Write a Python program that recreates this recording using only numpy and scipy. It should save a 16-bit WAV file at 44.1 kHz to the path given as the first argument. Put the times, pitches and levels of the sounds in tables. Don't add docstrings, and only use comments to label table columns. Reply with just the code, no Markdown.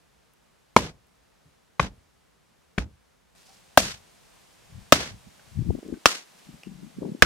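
import sys
import numpy as np
from scipy import signal
from scipy.fft import rfft, irfft
from scipy.io import wavfile

SR = 44100
rng = np.random.default_rng(int(sys.argv[2]) if len(sys.argv) > 2 else 0)


def unload_audio(sound):
    columns = np.transpose(np.atleast_2d(sound))
    steps = np.round(np.clip(columns, -1, 1) * 32767)
    wavfile.write(sys.argv[1], SR, steps.astype(np.int16))


N = 319725
TIME_S = np.arange(N) / SR
BLOW_SIZE = SR // 2
BLOW_TIME_S = np.arange(BLOW_SIZE) / SR

# frequency_hz, density_db (per Hz)
FAR_LEAVES = [(15, -56.5), (25, -23), (53, -5), (76, -7), (92, -14.5), (154, -6), (311, -15.5), (442, -13),
              (739, -15.5), (1380, -19), (1710, -20.5), (12700, -31.5), (16200, -38)]
NEAR_LEAVES = [(15, -45), (25, -10), (43, -2.5), (80, -6.5), (180, 0.5), (256, -8.5), (326, -7),
               (476, -6.5), (695, -5.5), (1130, -9.5), (1230, -11.5), (2550, -12), (8590, -17),
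               (14400, -23), (16000, -31)]
HIGH_RUSTLE = [(8000, -25), (11500, -6), (13500, -0.5), (16000, -3)]
# frequency_hz, likeness (-1 opposite to 1 alike)
FOREST_LIKENESS = [(60, 0.72), (130, -0.23), (290, -0.24), (640, -0.3), (1410, 0.51), (3100, 0.36),
                   (6820, 0.52), (15000, -0.63)]
# height_s, half_s (time to half the gain in dB), near_leaves_gain_db, rustle_gain_db
BREEZE_SWELLS = [(5.8, 1.6, 4, 5), (5.72, .12, 0.3, 9)]
# peak_s, rms_db, rise_s and fall_s (per 20 dB), left_minus_right_db, top_hz
GUSTS = [(4.756, -40.5, 0.077, 0.095, 8, 179), (5.125, -44.5, 0.1, 0.098, 0.5, 180.5),
         (5.273, -46.5, 0.028, 0.068, -12, 231.3), (5.595, -31, 0.079, .15, 11, 173),
         (5.702, -22, 0.051, 0.036, 21, 251), (5.789, -34, 0.074, 0.015, 1, 283),
         (5.859, -35.5, .03, .12, 6, 340), (5.935, -30.5, 0.08, 0.037, 3.5, 348),
         (6.361, -51.5, 0.15, .1, 4, 180), (6.49, -40, 0.075, 0.086, 8.5, 190),
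         (6.54, -35.5, 0.026, 0.067, 4, 185.4), (6.67, -34, .02, .3, 7.5, 200),
         (6.831, -42.5, .03, 0.16, 8, 200), (6.985, -29.5, .025, .15, -4, 197),
         (7.05, -34.5, 0.056, 0.085, 9, 437), (7.12, -39.5, 0.13, 0.1, 5, 396)]
# middle_s, peak_db, left_minus_right_db, pitch_hz
PUFFS = [(4.753, -36.5, 11, 94.3), (5.271, -42.5, -20, 160.3), (5.593, -20.5, 14.5, 138),
         (5.622, -24.5, 16, 164), (5.652, -41, 14, 275), (5.693, -19.5, 23, 151), (5.701, -18.5, 5, 70),
         (5.706, -19.5, 30, 375), (5.753, -22.5, 11.5, 286), (5.789, -33, 13, 347.5), (5.83, -32, -7, 322),
         (5.863, -31, 5, 230), (5.921, -46, 3, 393), (5.938, -26.5, 11, 219), (6.493, -27, 4, 140),
         (6.672, -23.5, 8, 169), (6.831, -27.5, 8, 173.3), (6.987, -24, -6.5, 190), (7.022, -22, 4.5, 248),
         (7.031, -29, 9, 486), (7.053, -25, 9, 422), (7.059, -23, 4, 184), (7.094, -22.5, 0, 198),
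         (7.12, -21, 0.5, 155), (7.15, -24.5, 4, 253)]
# peak_s, rms_db, fall_s (per 20 dB)
SCUFFS = [(3.38, -59, .3), (3.478, -59, .18), (6.39, -57, .03), (6.45, -65, .2)]
# frequency_hz, density_db (per Hz)
SCUFF_SPECTRUM = [(1000, -17), (3000, -7.5), (5000, -2), (8000, -8.5), (14000, -15.5)]
# start_s, peak_db, pitch_hz, burst_t60_s
TICKS = [(0.336, -50, 12000, .004), (1.07, -58.5, 12000, .004), (1.455, -52, 155, 0.17),
         (3.485, -51.5, 765, 0.22), (5.395, -47, 1585, 0.036), (5.879, -45, 7400, 0.0074),
         (5.939, -45.5, 1525, 0.049), (6.6337, -33.5, 2670, 0.015), (6.645, -49.5, 2820, 0.11)]
# low_hz, high_hz, level_db (before tilt), silent_s (60 dB down after a 0 dB blow)
THUD_BANDS = [(35, 110, -12.5, 0.41), (55.5, 75, -5.5, 0.2063), (110, 220, -5, 0.28),
              (220, 610, -8.5, 0.2738)]
# frequency_hz, density_db (per Hz)
ECHO_SPECTRUM = [(88, -27.5), (150, -0.5), (406, -5.5), (555, -7), (805, -8), (1360, -7), (1480, -5.5),
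                 (1720, -7), (6140, -12), (13400, -31.5), (16000, -44.5)]
# frequency_hz, likeness (-1 to 1)
ECHO_LIKENESS = [(60, 1), (130, 0.5), (290, 0.091), (640, 1), (1410, -0.11), (3100, -0.32), (6820, -0.32),
                 (15000, 0.33)]
CRACK_LIKENESS = [(300, 0), (2000, 0), (5000, 0), (10000, 0)]
# pitch_hz, level_db (relative to the other modes), t60_s
POLE_MODES = [(435, -9.5, 0.0014), (555, -9.5, 0.0031), (660, -6.5, 0.008), (1030, -12, 0.0048),
              (1300, -11.5, 0.011), (1600, -11, 0.0088), (1770, -9, 0.0079), (2150, -12.5, 0.0077),
              (2760, -12.5, 0.0034), (3700, -14.5, .004), (4720, -13, 0.0019), (6000, -19.5, 0.0043)]
# start_s, peak_db, slap_hz, pocket_db, edge_hz, edge_db, earth_hz, earth_db, contact_ms, crack_db,
# thud_db, thud_tilt_db (per octave), echo_db, echo_tilt_db (per octave)
BLOWS = [(0.7634, -1.5, 1009, 4.5, 2270, -6.5, 229, 0, 5.52, -12.5, -30.5, 2.5, -35.5, 2),
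         (1.7952, -10.5, 1100, -1, 2420, -4.5, 140, -1.5, 7.2, -21, -29, -3.5, -37, -0.2),
         (2.7792, -16.5, 1460, -12, 2380, -3.5, 191.2, 5.5, 6.7, -14, -30.5, -5, -45.5, -0.5),
         (3.7742, 3.5, 652.6, 2.5, 1550, -4.5, 268.4, -4, 4.45, -11.5, -30.5, -1, -28.5, 4.5),
         (4.9228, 4, 629, -2.8, 1340, 0, 267, -5.5, 4.8, -5.5, -32.5, 1.5, -29.5, 2.37),
         (6.057, 0.5, 1254, 5.5, 2800, 2, 308, -17, 2.5, -5, -41.5, 3.5, -30, 4.1),
         (7.2223, 3, 1456, 3.8, 2415, -0.1, 498, -1.5, 3.67, -6, -23.5, -2.5, -31, 0.4)]
# time_s, share (0 to 1)
BASS_CUT = [(5.75, 0.05), (5.77, 0.74), (7.19, 0.92), (7.22, 0.14)]

MOVE_S = 3.35
FAR_DB, NEAR_DB, RUSTLE_DB = -63.5, -59.5, -81.5
INSECT_LOW_HZ, INSECT_HIGH_HZ, INSECT_WIDTH_HZ = 8660, 8670, 30
INSECT_DB, INSECT_FADE_DB_PER_S = -76, 2.5
PUFF_OVERTONE, PUFF_OVERTONE_DB = 1.8, -9
SCUFF_RISE_S = .03
TICK_OVERTONE, TICK_OVERTONE_DB = 1.73, -10
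LEFT_LEAD_MS, LEFT_DB = .0227, 3.3
THUD_SIDE_DB = -12
EARLY_DB, EARLY_T60_S, ECHO_BEND = 9, 0.13, 3.7
RETURN_DB = -29
SNAP_DB, SNAP_DB_PER_DB = -16, 2.1
TOP_HZ, TOP_DOUBLES_DB = 8000, 13.5
REACH_S, REACH_DOUBLES_DB = .135, 15
THUD_DOUBLES_DB = 44.5
LANDING_MS, LANDING_HALVES_DB = 1.2, 9
BASS_CUT_HZ, RUMBLE_CUT_HZ, CUTOFF_HZ = 170, 40, 16300


def from_db(db):
    return 10 ** (np.asarray(db) / 20)


def rms_one(x):
    return x / np.sqrt(np.mean(x ** 2) + 1e-20)


def at_hz(points, hz):
    frequencies, values = np.transpose(points)
    return np.interp(np.log(hz), np.log(frequencies), values)


def drift(rate_hz):
    step = 40
    r = np.exp(-2 * np.pi * rate_hz * step / SR)
    white = rng.standard_normal(N // step + 2002)
    slow = signal.lfilter([1], [1, -2 * r, r * r], white)[2000:]
    return np.interp(np.arange(N) / step, np.arange(len(slow)), rms_one(slow))


def ring(clicks, hz, t60):
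    r, w = from_db(-60 / (t60 * SR)), 2 * np.pi * hz / SR
    return signal.lfilter([0, np.sin(w)], [1, -2 * r * np.cos(w), r * r], clicks + 1e-18)


def coloured(spectrum, likeness, size=N, tilt_db=0):
    hz = np.maximum(np.fft.rfftfreq(size, 1 / SR), 10)
    mid, side = rfft(rng.standard_normal((2, size)))
    alike = np.clip(at_hz(likeness, hz), -1, 1)
    pair = np.sqrt(1 + alike) * mid + np.sqrt(1 - alike) * side * [[1], [-1]]
    level_db = at_hz(spectrum, hz) + tilt_db * np.log2(hz / 1000)
    return rms_one(irfft(pair * from_db(level_db), size))


def sides(pan_db):
    gains = from_db(np.array([pan_db / 2, -pan_db / 2]))
    return 2 * gains / gains.sum(axis=0)


def swell(s, rise_s, fall_s):
    late = TIME_S - s
    return from_db(20 * np.minimum(late / rise_s, -late / fall_s))


def insect():
    tone = 0
    for hz in (INSECT_LOW_HZ, INSECT_HIGH_HZ):
        edges = [hz - INSECT_WIDTH_HZ / 2, hz + INSECT_WIDTH_HZ / 2]
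        band = signal.butter(2, edges, "band", fs=SR, output="sos")
        tone = tone + signal.sosfilt(band, rng.standard_normal((2, N)))
    return from_db(INSECT_DB - INSECT_FADE_DB_PER_S * (TIME_S - MOVE_S)) * rms_one(tone)


def forest():
    close = TIME_S >= MOVE_S
    leaves_db, rustle_db = 0, 0
    for height_s, half_s, leaves_gain_db, rustle_gain_db in BREEZE_SWELLS:
        bell = .5 ** ((TIME_S - height_s) / half_s) ** 2
        leaves_db = leaves_db + leaves_gain_db * bell
        rustle_db = rustle_db + rustle_gain_db * bell
    near = from_db(NEAR_DB + leaves_db) * coloured(NEAR_LEAVES, FOREST_LIKENESS)
    far = from_db(FAR_DB) * coloured(FAR_LEAVES, FOREST_LIKENESS)
    leaves = np.where(close, near, far)
    rustle = from_db(RUSTLE_DB + rustle_db) * coloured(HIGH_RUSTLE, FOREST_LIKENESS)
    return from_db(0.46 * drift(2.1)) * leaves + close * (rustle + insect())


def gusts():
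    out = np.zeros((2, N))
    white = rng.standard_normal((2, N)) + 0.76 * rng.standard_normal(N)
    lumps = from_db(3.8 * drift(28) + 0.6 * np.array([drift(25), drift(25)]))
    for s, db, rise_s, fall_s, pan_db, top_hz in GUSTS:
        low = rms_one(signal.sosfilt(signal.butter(5, top_hz, fs=SR, output="sos"), white))
        out += from_db(db) * swell(s, rise_s, fall_s) * sides(pan_db)[:, None] * lumps * low
    return out


def puffs():
    out = np.zeros((2, N + SR))
    t = np.arange(-SR // 20, SR // 20) / SR
    for s, peak_db, pan_db, hz in PUFFS:
        shape = np.exp(-(t * hz / 0.79) ** 2)
        turns = hz * t + rng.random() + rng.normal(0, 0.11, (2, 1))
        overtone = shape ** 2.4 * np.sin(2 * np.pi * PUFF_OVERTONE * turns)
        puff = shape * np.sin(2 * np.pi * turns) + from_db(PUFF_OVERTONE_DB) * overtone
        start = round(s * SR) - SR // 20
        out[:, start:start + len(t)] += from_db(peak_db) * sides(pan_db)[:, None] * puff
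    return out[:, :N]


def wind():
    return gusts() + puffs()


def scuffing():
    level = sum(from_db(db) * swell(s, SCUFF_RISE_S, fall_s) for s, db, fall_s in SCUFFS)
    grit = from_db(2.5 * drift(60))
    return level * grit * coloured(SCUFF_SPECTRUM, FOREST_LIKENESS)


def ticks():
    out = np.zeros(N + SR)
    size = SR // 4
    for s, peak_db, hz, t60 in TICKS:
        burst = rng.standard_normal(size) * from_db(-60 * np.arange(size) / SR / t60)
        high = ring(burst, min(TICK_OVERTONE * hz, SR / 3), 7.4 / hz)
        low = ring(burst, hz, 8.5 / hz + t60 / 6)
        tick = rms_one(low) + from_db(TICK_OVERTONE_DB) * rms_one(high)
        start = round(s * SR)
        out[start:start + size] += from_db(peak_db) * tick / np.abs(tick).max()
    return out[:N]


def thud(t, tilt_db):
    out = 0
    for low_hz, high_hz, db, t60 in THUD_BANDS:
        band = signal.butter(2, [low_hz, high_hz], "band", fs=SR, output="sos")
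        noise = signal.sosfilt(band, rng.standard_normal((2, 2 * len(t))))
        mid, side = rms_one(noise[:, len(t):])
        tilted_db = db + tilt_db * np.log2(high_hz / 150)
        stereo = mid + from_db(THUD_SIDE_DB) * side * [[1], [-1]]
        out = out + from_db(tilted_db - 60 * (t / t60) ** 1.8) * stereo
    return out


def tree_echoes(peak_db, echo_db, tilt_db):
    t = BLOW_TIME_S
    reach_s = REACH_S * 2 ** (peak_db / REACH_DOUBLES_DB)
    early = from_db(EARLY_DB - 60 * t / EARLY_T60_S)
    late = from_db(-10 * (t / reach_s) ** ECHO_BEND)
    noise = coloured(ECHO_SPECTRUM, ECHO_LIKENESS, BLOW_SIZE, tilt_db)
    echoes = from_db(echo_db) * (early + late) * noise
    dull = signal.lfilter(*signal.butter(1, 5000, fs=SR), echoes)
    return dull + from_db(-60 * t / 0.41) * (echoes - dull)


def slap_returns(peak_db, slap_hz, pocket_db):
    noise = rms_one(ring(rng.standard_normal(BLOW_SIZE), slap_hz, 0.03))
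    return noise * from_db(peak_db + pocket_db + RETURN_DB - 60 * BLOW_TIME_S / .15)


def contact(peak_db, contact_ms):
    release = np.clip((contact_ms / 1000 - BLOW_TIME_S) / 0.0017, 0, 1)
    landing_s = LANDING_MS / 1000 / 2 ** (peak_db / LANDING_HALVES_DB)
    touching = release * np.clip(0.21 + BLOW_TIME_S / landing_s, 0, 1)
    struck = rng.random(BLOW_SIZE) < 5000 / SR
    knocks = touching * rng.standard_normal(BLOW_SIZE) * struck
    return touching, knocks / np.sqrt(np.sum(knocks ** 2))


def air_pocket(touching, knocks, slap_hz):
    pace = 1 + 0.57 * ring(knocks, 300, 0.023)
    pulses = touching * np.sin(2 * np.pi * slap_hz * np.cumsum(pace) / SR)
    pocket = ring(pulses, slap_hz, 4.0 / slap_hz)
    return pocket / np.abs(pocket).max()


def pole(knocks, edge_hz, edge_db):
    modes = list(POLE_MODES) + [(edge_hz, edge_db, .007)]
    return sum(from_db(db + 4.5) * ring(knocks, hz, t60) for hz, db, t60 in modes)


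def packed_earth(earth_hz, earth_db):
    t = BLOW_TIME_S
    onset = np.clip(t * earth_hz / 0.17, 0, 1)
    tone = np.sin(2 * np.pi * earth_hz * t) * from_db(earth_db - 8.7 * earth_hz * t) * onset
    return signal.lfilter(*signal.butter(2, earth_hz / 2.5, "high", fs=SR), tone)


def blow(peak_db, slap_hz, pocket_db, edge_hz, edge_db, earth_hz, earth_db, contact_ms, crack_db,
         thud_db, thud_tilt_db, echo_db, echo_tilt_db):
    t = BLOW_TIME_S
    touching, knocks = contact(peak_db, contact_ms)
    pocket = from_db(pocket_db) * air_pocket(touching, knocks, slap_hz)
    top_hz = min(TOP_HZ * 2 ** (peak_db / TOP_DOUBLES_DB), SR / 3)
    soft = signal.butter(2, top_hz, fs=SR)
    wood = signal.lfilter(*soft, pole(knocks, edge_hz, edge_db))
    snap_db = SNAP_DB + SNAP_DB_PER_DB * peak_db - 60 * t / .008
    snap = from_db(snap_db) * np.diff(rng.standard_normal(BLOW_SIZE + 1))
    slap = pocket + wood + packed_earth(earth_hz, earth_db) + snap
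    slap = np.array([np.interp(t - lag_ms / 1000, t, slap, 0) for lag_ms in (0, LEFT_LEAD_MS)])
    crack = coloured(ECHO_SPECTRUM, CRACK_LIKENESS, BLOW_SIZE, echo_tilt_db - 2.0)
    crack = signal.lfilter(*soft, crack) * from_db(crack_db - 60 * t / 0.042)
    direct = from_db(peak_db) * (slap * sides(LEFT_DB)[:, None] + crack)
    rumble = from_db(thud_db) * thud(t / 2 ** (peak_db / THUD_DOUBLES_DB), thud_tilt_db)
    tails = tree_echoes(peak_db, echo_db, echo_tilt_db) + slap_returns(peak_db, slap_hz, pocket_db) + rumble
    uneven = from_db(2.0 * drift(60)[:BLOW_SIZE])
    return direct + np.clip(t / .004, 0, 1) * uneven * tails


def pounding():
    out = np.zeros((2, N + SR))
    for s, *how in BLOWS:
        start = round(s * SR)
        out[:, start:start + BLOW_SIZE] += blow(*how)
    return out[:, :N]


def scene():
    return forest() + wind() + scuffing() + ticks() + pounding()


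def record(dry):
    thin = signal.sosfilt(signal.butter(3, BASS_CUT_HZ, "high", fs=SR, output="sos"), dry)
    cut_s, cut_share = np.transpose(BASS_CUT)
    share = np.interp(TIME_S, cut_s, cut_share, 0, 0)
    flat = np.clip(share * thin + (1 - share) * dry, -1, 1)
    flat = signal.sosfilt(signal.butter(2, RUMBLE_CUT_HZ, "high", fs=SR, output="sos"), flat)
    top_cut = signal.cheby2(20, 50, CUTOFF_HZ, fs=SR, output="sos")
    return np.clip(signal.sosfilt(top_cut, flat), -1, 1)


dry = scene()
out = record(dry)
unload_audio(out)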